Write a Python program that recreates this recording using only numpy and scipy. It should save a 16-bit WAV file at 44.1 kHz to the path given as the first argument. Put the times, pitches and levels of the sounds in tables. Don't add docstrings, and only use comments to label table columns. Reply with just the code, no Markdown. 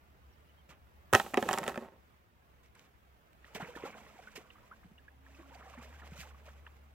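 import sys
import numpy as np
from scipy import signal
from scipy.fft import rfft, irfft, next_fast_len
from scipy.io import wavfile
from scipy.ndimage import map_coordinates

SR = 44100
rng = np.random.default_rng(int(sys.argv[2]) if len(sys.argv) > 2 else 0)


def materialize(psi):
    bounded = np.clip(np.atleast_2d(psi).T, -1, 1)
    quanta = np.round(bounded * 32767).astype(np.int16)
    wavfile.write(sys.argv[1], SR, quanta)


N = 306038


def amp(db):
    return 10 ** (np.asarray(db) / 20)


def unit(x):
    return x / np.sqrt(np.mean(x ** 2) + 1e-20)


def along(points, hz):
    point_hz, value = np.transpose(points)
    return np.interp(np.log(hz + 1), np.log(point_hz + 1), value)


def curves(rows, outside=None):
    start_s, *columns = np.transpose(rows)
    time_s = np.arange(N) / SR
    return [np.interp(time_s, start_s, column, outside, outside) for column in columns]


def wobble(rate):
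    knots = rng.standard_normal(int(N * rate / SR) + 4)
    return map_coordinates(knots, [np.arange(N) * rate / SR])


def filtered(x, response):
    m = next_fast_len(N + SR // 2)
    hz = np.fft.rfftfreq(m, 1 / SR)
    return irfft(rfft(x, m) * response(hz), m)[..., :N]


def coloured(x, spectrum):
    return unit(filtered(x, lambda hz: amp(along(spectrum, hz))))


def add(track, start_s, sound):
    part = track[..., round(start_s * SR):][..., :sound.shape[-1]]
    part += sound[..., :part.shape[-1]]


def tone(hz):
    return np.sin(2 * np.pi * np.cumsum(hz) / SR)


def bubble(hz, rise, cycles):
    age = np.arange(int(2 * cycles / hz * SR)) * hz / SR / cycles
    swell = (1 - np.exp(-age / .08)) ** 2
    fade = np.exp(-1.3 * age - 1.2 * age ** 3)
    return tone(hz * (1 + rise * (age - .3))) * fade * swell


def crackle(per_s, spread_db):
    happens = rng.random(N) < per_s / SR
    size = amp(spread_db * rng.standard_normal(N))
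    return happens * size * rng.choice([-1, 1], N)


def burst(start_s, length_s, rise_s, t60_s):
    t = np.arange(N) / SR - start_s
    return np.clip(t / rise_s, 0, 1) * amp(-60 * np.clip(t - length_s, 0, None) / t60_s)


# pitch_hz, likeness (1 = the same)
NEAR_LIKENESS = [(100, .99), (500, .96), (1000, .93), (2000, .85), (4000, .7), (8000, .5)]
# pitch_hz, left_minus_right_db
NEAR_SIDE = [(60, 1), (150, -1.5), (380, -1.5), (950, -3), (2380, -2), (5980, -7.5), (15000, 4.5)]
# pitch_hz, likeness (1 = the same)
FAR_LIKENESS = [(70, 0.13), (250, 1), (500, 0.27), (1000, 0.55), (2000, 0.064)]
# pitch_hz, left_minus_right_db
FAR_SIDE = [(100, 0), (600, -3), (5000, -1), (15000, 0)]


def placed(x, likeness, side, lag_s, size):
    z = signal.stft(x, nperseg=size)[2]
    scrambled = z * np.exp(2j * np.pi * rng.random(z.shape))
    copy = np.sqrt(2) * signal.istft(scrambled, nperseg=size)[1][:N]

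    def mix(hz):
        turn = np.arccos(np.clip(along(likeness, hz), -1, 1)) / 2
        return np.array([np.cos(turn), np.sin(turn)])

    def ports(hz):
        half = np.array([[.5], [-.5]])
        delay = np.exp(-1j * half * (.22 + 2 * np.pi * hz * lag_s))
        return amp(along(side, hz) * half) * delay

    mid, rest = filtered(np.array([x, copy]), mix)
    return filtered(np.array([mid + rest, mid - rest]), ports)


# (per Hz, relative)
AIR_COLOUR = [(20, -10), (45, -1), (110, -4), (250, -13.5), (1000, -15), (2000, -20), (3000, -24.5),
              (4200, -31.5), (9000, -38), (11300, -37), (12300, -33.5), (15800, -33)]


def air():
    level_db = -64 + 1.4 * wobble(5.2)
    return amp(level_db) * coloured(rng.standard_normal(N), AIR_COLOUR)


# start_s, level_db (before its wobble)
IDLE = [(0, -64), (1.9, -70), (4.7, -69), (4.95, -69), (5.3, -81.5)]
# start_s, pitch_hz, level_db (both before their wobble)
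PASSING = [(0, 72.88, -67.5), (1.1, 74.5, -61.5), (2, 71.74, -71), (3.4, 70.5, -96), (4.8, 71, -83.5),
           (4.95, 73.23, -62), (5.4, 66.98, -57.5), (6, 71.9, -51.5), (6.5, 70.45, -52),
           (6.94, 71.9, -56.5)]


def drone():
    idle_db, = curves(IDLE)
    passing_hz, passing_db = curves(PASSING)
    notes = [(65.5 + 1.2 * wobble(20.0), idle_db + 4.4 * wobble(14)),
             (passing_hz + 1.6 * wobble(24.0), passing_db + 1.3 * wobble(40))]
    return sum(amp(db) * (tone(hz) + 0.049 * tone(2 * hz)) for hz, db in notes)


# start_s, length_s, start_hz, middle_hz, end_hz, level_db (9 dB is added below)
WHISTLES = [(0.32, .032, 5900, 5450, 4400, -84), (0.478, .04, 2650, 3040, 2770, -76.5),
            (0.566, 0.06, 3000, 3250, 2780, -80)]


def bird():
    song = np.zeros(N)
    for start_s, length_s, *hz, level_db in WHISTLES:
        u = np.linspace(0, 1, round(length_s * SR))
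        glide_hz = np.interp(u, [0, .5, 1], hz)
        add(song, start_s, amp(level_db + 9.0) * np.sin(np.pi * u) * tone(glide_hz))
    return song


# start_s, length_s, low_push_db, spray_db
STEPS = [(0.688, 0.025, -52, -67), (2.63, 0.036, -72.5, -70.5), (2.746, 0.12, -61, -72.5),
         (3.546, 0.017, -50.5, -46.5), (3.595, 0.05, -51, -64.5), (3.751, 0.025, -76, -61),
         (3.822, 0.031, -52, -69), (4.354, 0.024, -63.5, -50), (6.157, 0.081, -75, -59.5),
         (6.454, 0.044, -65, -70)]
# start_s, level_db
SLOSH = [(3.3, -102), (3.45, -64), (3.66, -60.5), (3.74, -58), (3.9, -53.5), (4.02, -60), (4.2, -61.5),
         (4.35, -66), (4.55, -70), (5.2, -81.5), (5.3, -65.5), (5.6, -60), (5.77, -57.5), (5.9, -62),
         (6.04, -58), (6.28, -60), (6.33, -65.5), (6.55, -68.5), (6.94, -79)]


def steps_and_slosh():
    rise_s, push_t60_s, spray_t60_s = 0.0046, 0.2, 0.12
    slosh_db, = curves(SLOSH, -120)
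    push = amp(slosh_db)
    throw = amp(slosh_db - 7)
    for start_s, length_s, push_db, spray_db in STEPS:
        push = push + amp(push_db) * burst(start_s, length_s, rise_s, push_t60_s)
        throw = throw + amp(spray_db) * burst(start_s, length_s, rise_s, spray_t60_s)
    return push, throw


# (per Hz, relative)
GURGLE_COLOUR = [(59, -37), (100, -14.5), (161, -5), (256, -6), (366, -11), (829, -11), (1420, -10.5),
                 (2370, -14), (4000, -26.5), (5200, -71)]


def gurgle(push):
    swarm = np.zeros(N)
    for when, pitch, size, life in rng.random((2100, 4)):
        hz = 420 * 8 ** pitch
        note = bubble(hz, .1 * life, 5 + 14 * life ** 2)
        add(swarm, 3.44 + 3.5 * when, hz ** .45 * amp(13 * size) * note)
    rough = rng.standard_normal(N) + 3 * crackle(830, spread_db=4.0)
    churn = coloured(rough, GURGLE_COLOUR) * amp(2 * wobble(60))
    return push * amp(1.2 * wobble(25)) * (.65 * coloured(swarm, GURGLE_COLOUR) + .48 * churn)


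# (per Hz, relative)
SPRAY_COLOUR = [(1180, -18.5), (2000, -5), (2660, -4.5), (3060, -8), (4390, -14.5), (7980, -13.5),
                (9240, -22.5), (14400, -21.5), (15800, -29.5)]


def spray(throw):
    drops = rng.standard_normal(N) + 4 * crackle(300, spread_db=5)
    return throw * amp(3.2 * wobble(47)) * coloured(drops, SPRAY_COLOUR)


# start_s, level_db (6.5 dB is added below), pitch_hz
THUDS = [(0.693, -56.5, 169), (3.551, -44.5, 179), (3.625, -39.5, 165), (3.762, -41.5, 320),
         (3.837, -34, 405), (4.155, -55, 362), (4.914, -52, 189), (6.12, -44.5, 159), (6.188, -49, 155)]


def thuds():
    track = np.zeros(N)
    for start_s, level_db, pitch_hz in THUDS:
        add(track, start_s, amp(level_db + 6.5) * bubble(pitch_hz, 0.051, 2.7))
    return track


# start_s, level_db (8 dB is taken off the bowl), bowl_boom_db (2 dB is added), wire_click_db
KNOCKS = [(1.1291, -23, 2.5, -7.5), (1.1349, -14, -12, -7), (1.1451, -18.5, -15, -21),
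          (1.15, -13, -6, -10.5), (1.1569, -21, -19, -18.5), (1.1979, -20, -27, -20.5),
          (1.263, -41, 0, -28.5), (1.337, -38, 10, -25), (1.3424, -25, -2.5, -13),
          (1.3729, -20.5, 2, -24.5), (1.3776, -26.5, -4, -28), (1.426, -26, 3, -14.5),
          (1.462, -46.5, 16, -25), (1.4887, -20.5, -26, -12.5), (1.511, -26.5, -7, -18),
          (1.5304, -28, -5, -0.5), (1.5375, -25, -20, -9), (1.5763, -29, -20, -15),
          (1.5852, -28, -8.5, -2.5), (1.6311, -32.5, -20, -25), (1.6391, -34.5, -13, -10.5),
          (1.665, -33, -4, -24), (1.679, -28.5, 1, -4.5), (1.688, -35.5, -6, -6.5),
          (1.6948, -32.5, -7, -14.5), (1.7171, -41, -6, -37.5), (1.743, -41, -1, -20.5),
          (1.758, -37, -1, -29), (1.7762, -35, 6, -18.5), (1.823, -50.5, 10, -16.5)]
# pitch_hz, level_db (relative), t60_s (time to fall 60 dB)
PAN_MODES = [(233, -5.5, 0.058), (391.6, -4, .058), (552, -0.5, 0.035), (644.6, -7.5, 0.048),
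             (770, -5, 0.07), (888.4, -7, 0.074), (1070, -3.5, 0.04), (1280, -3.5, 0.037),
             (1540, 1.5, 0.011), (1845, -3.5, 0.03), (2130, -11.5, 0.032), (2600, -2, 0.013),
             (3287, -10.5, 0.017), (3800, -22.5, 0.055)]
# (per Hz, relative)
WIRE_COLOUR = [(1200, -39), (2500, 2), (3700, 3.5), (4800, -0.5), (7700, 7.5), (10000, -2.5), (15800, -9.5)]


def pan_knocks():
    hz, level_db, t60_s = np.repeat(PAN_MODES, 3, axis=0).T[:, :, None]
    t = np.arange(SR // 6) / SR
    bowl, clicks, clacks = np.zeros((3, N))
    for start_s, knock_db, boom_db, click_db in KNOCKS:
        size, detune, phase = rng.standard_normal((3, *hz.shape))
        strength = amp(level_db + (boom_db + 2) * (hz < 600) + 2 * size)
        ring = np.sin(2 * np.pi * (hz * (1 + 0.035 * detune) * t + phase))
        ring *= strength * amp(-60 * t / t60_s)
        ring *= 1 - np.exp(-t * hz / 0.27)
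        add(bowl, start_s, amp(knock_db - 8.0) * ring.sum(0))
        add(clacks, start_s, amp(knock_db - 6 - 60 * t / .016) * rng.standard_normal(len(t)))
        snap = amp(-60 * t / .007) + .06 * amp(-60 * t / .05)
        add(clicks, start_s, amp(knock_db + click_db) * snap * rng.standard_normal(len(t)))
    clack_hz = 2300
    bowl = bowl + filtered(clacks, lambda f: 1j * f * clack_hz / (clack_hz ** 2 - f * f + 1j * f * clack_hz))
    add(bowl, LANDING_S, amp(-24) * bubble(107, 0, 2.8))
    echo_t = np.arange(SR // 8) / SR
    echo = rng.standard_normal(SR // 8) * amp(-60 * echo_t / 0.11)
    scatter = signal.fftconvolve(bowl, echo / np.linalg.norm(echo))[:N]
    wire = 1.48 * filtered(clicks, lambda f: amp(along(WIRE_COLOUR, f)))
    return bowl + amp(-13.5) * scatter + wire


LANDING_S = 1.135
# start_s, level_db, bowl_boom_db (low against high)
ROLL = [(1.33, -64.5, 5), (1.39, -44.5, 2), (1.465, -43.5, 9), (1.52, -40, -4.5), (1.62, -46, 6),
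        (1.7, -44, -3.5), (1.73, -48, 3.5), (1.85, -52.5, -2), (2.0, -72, 6)]
# (per Hz, relative)
MESH_COLOUR = [(1200, -36), (2500, 5), (4800, -4), (7700, -0.5), (9700, -7), (12000, -1.5), (15800, -7)]


def pan_rolling():
    roll_db, boom_db = curves(ROLL, -120)
    quick_fall = burst(LANDING_S, 0.0082, 0.014, 0.14)
    slow_fall = amp(-10) * burst(LANDING_S, 0.029, 0.01, 0.66)
    shudder = amp(-33) * (quick_fall + slow_fall)
    rim = amp(roll_db) + shudder
    mesh = amp(-45 - 12 + 1.8 * (roll_db + 45)) + amp(-3.5) * shudder

    def rubbed(f):
        modes = sum(amp(db) * 1j * f * 2.2 / (hz * hz - f * f + 1j * f * 3.9 / t60_s)
                    for hz, db, t60_s in PAN_MODES)
        return modes / (1 + 1j * f / 1100) ** 2

    grit = crackle(1000, spread_db=4.5)
    low, high = filtered(grit, lambda f: rubbed(f) * np.array([f < 600, f >= 600]))
    lean = amp(np.where(roll_db > -120, boom_db, 0) / 2)
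    rolling = rim * (lean * unit(low) + unit(high) / lean) / np.sqrt(2)
    shaken = rng.standard_normal(N) + 5.0 * crackle(400, spread_db=1.5)
    return rolling + mesh * coloured(shaken, MESH_COLOUR)


# start_s, level_db (before the filter and gain below)
TICKS = [(2.7528, -52.5), (2.7949, -52), (3.274, -62.5), (3.332, -57.5), (3.5638, -45.5), (5.5478, -53),
         (6.0757, -50), (6.138, -53), (6.2016, -47)]


def ticks():
    track, t = np.zeros(N), np.arange(SR // 50) / SR
    for start_s, level_db in TICKS:
        add(track, start_s, amp(level_db - 60 * t / .006) * rng.standard_normal(len(t)))
    return 6 * filtered(track, lambda hz: amp(along(SPRAY_COLOUR, hz)))


# start_s, level_db, pitch_hz,
# pitch_rise (share of pitch), life_cycles (at least 2 used)
DRIPS = [(3.445, -42, 1850, 0.013, 7.5), (3.561, -31, 640, 0.12, 3.1), (3.601, -38.5, 790, 0.48, 14),
         (3.681, -43, 492, -0.053, 21), (3.752, -41, 1766, 0.01, 28), (3.768, -42.5, 927, 0.11, 17),
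         (3.848, -37.5, 489, 0.51, 11), (3.852, -39.5, 805, .08, 23), (4.189, -42, 734, 0.027, 10),
         (4.272, -39.5, 1480, .02, 17.6), (4.36, -37, 2530, 0.34, 11), (4.376, -43.5, 405, 0.11, 7.3),
         (4.503, -44.5, 2830, -0.26, 21), (4.554, -51, 1140, 0.2, 15), (4.581, -54, 1270, .12, 16),
         (4.632, -57.5, 993, 0.0037, 30), (4.712, -42, 1325, 0.4, 26.5), (4.734, -52, 1520, 0.15, 21),
         (4.827, -57, 1397, 2.16, 36), (4.843, -48.5, 185, -0.2, 7.8), (4.979, -51.5, 2840, -0.022, 34),
         (5.08, -45.5, 1657, .1, 22), (5.264, -49, 1760, -0.26, 14), (5.346, -51.5, 2580, -0.056, 26),
         (5.386, -47.5, 327, 0.11, 13), (5.429, -51, 1116, -0.03, 14), (5.517, -52, 940, -0.16, 29),
         (5.548, -55.5, 4660, -0.054, 42), (5.552, -46.5, 730, 0.28, 14.5), (5.656, -50, 780, -0.099, 28),
         (5.735, -48, 1160, -0.013, 18), (5.773, -43, 241, -0.08, 10.7), (6.018, -46, 1760, -0.045, 17),
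         (6.344, -52.5, 1150, -0.078, 18), (6.477, -47, 574, 0.23, 8.2), (6.483, -46, 1330, 1, 16.5),
         (6.665, -40.5, 1670, 0.25, 11), (6.666, -45, 2800, -0.31, 15), (6.667, -47, 1240, 0.43, 12)]


def drips():
    notes, snaps, t = np.zeros(N), np.zeros(N), np.arange(SR // 50) / SR
    for start_s, level_db, pitch_hz, rise, cycles in DRIPS:
        add(snaps, start_s, amp(level_db - 60 * t / .05) * rng.standard_normal(len(t)))
        add(notes, start_s, amp(level_db) * bubble(pitch_hz, rise, max(cycles, 2)))
        for late, pitch, size in rng.random((3, 3)):
            extra = bubble(pitch_hz * 4 ** (pitch - .5), .1, cycles / 2)
            add(notes, start_s + late * .014, amp(level_db - 5.5 - 10.5 * size) * extra)
    return notes + 1.3 * filtered(snaps, lambda hz: amp(along(GURGLE_COLOUR, hz)))


# start_s, pitch_hz (before its wobble), level_db (4 dB and a wobble are added below)
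FLY = [(3.85, 215.5, -90.5), (3.95, 214.7, -71), (4.7, 211.6, -77.5), (4.95, 246, -75.5), (5.1, 268, -78.5),
       (5.5, 272.7, -65), (5.7, 254, -102), (5.9, 240, -68.5), (6.1, 227.5, -82)]


def fly():
    pitch_hz, level_db = curves(FLY)
    return amp(level_db + 4 + 2.5 * wobble(12)) * tone(pitch_hz * (1 + .008 * wobble(15)))


def scene():
    far = placed(air() + bird() + fly(), FAR_LIKENESS, FAR_SIDE, lag_s=3.5e-4, size=2048)
    engines = placed(drone(), NEAR_LIKENESS, FAR_SIDE, lag_s=1e-4, size=8192)
    push, throw = steps_and_slosh()
    water = gurgle(push) + spray(throw) + thuds() + ticks() + drips()
    water = placed(water, NEAR_LIKENESS, NEAR_SIDE, lag_s=6e-5, size=256)
    pan = placed(pan_knocks() + pan_rolling(), NEAR_LIKENESS, NEAR_SIDE, lag_s=1.2e-5, size=128)
    return far + engines + water + pan


def record(dry):
    return filtered(dry, lambda hz: (hz < 15900) * 1j * hz / (30 + 1j * hz))


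dry = scene()
out = record(dry)
materialize(out)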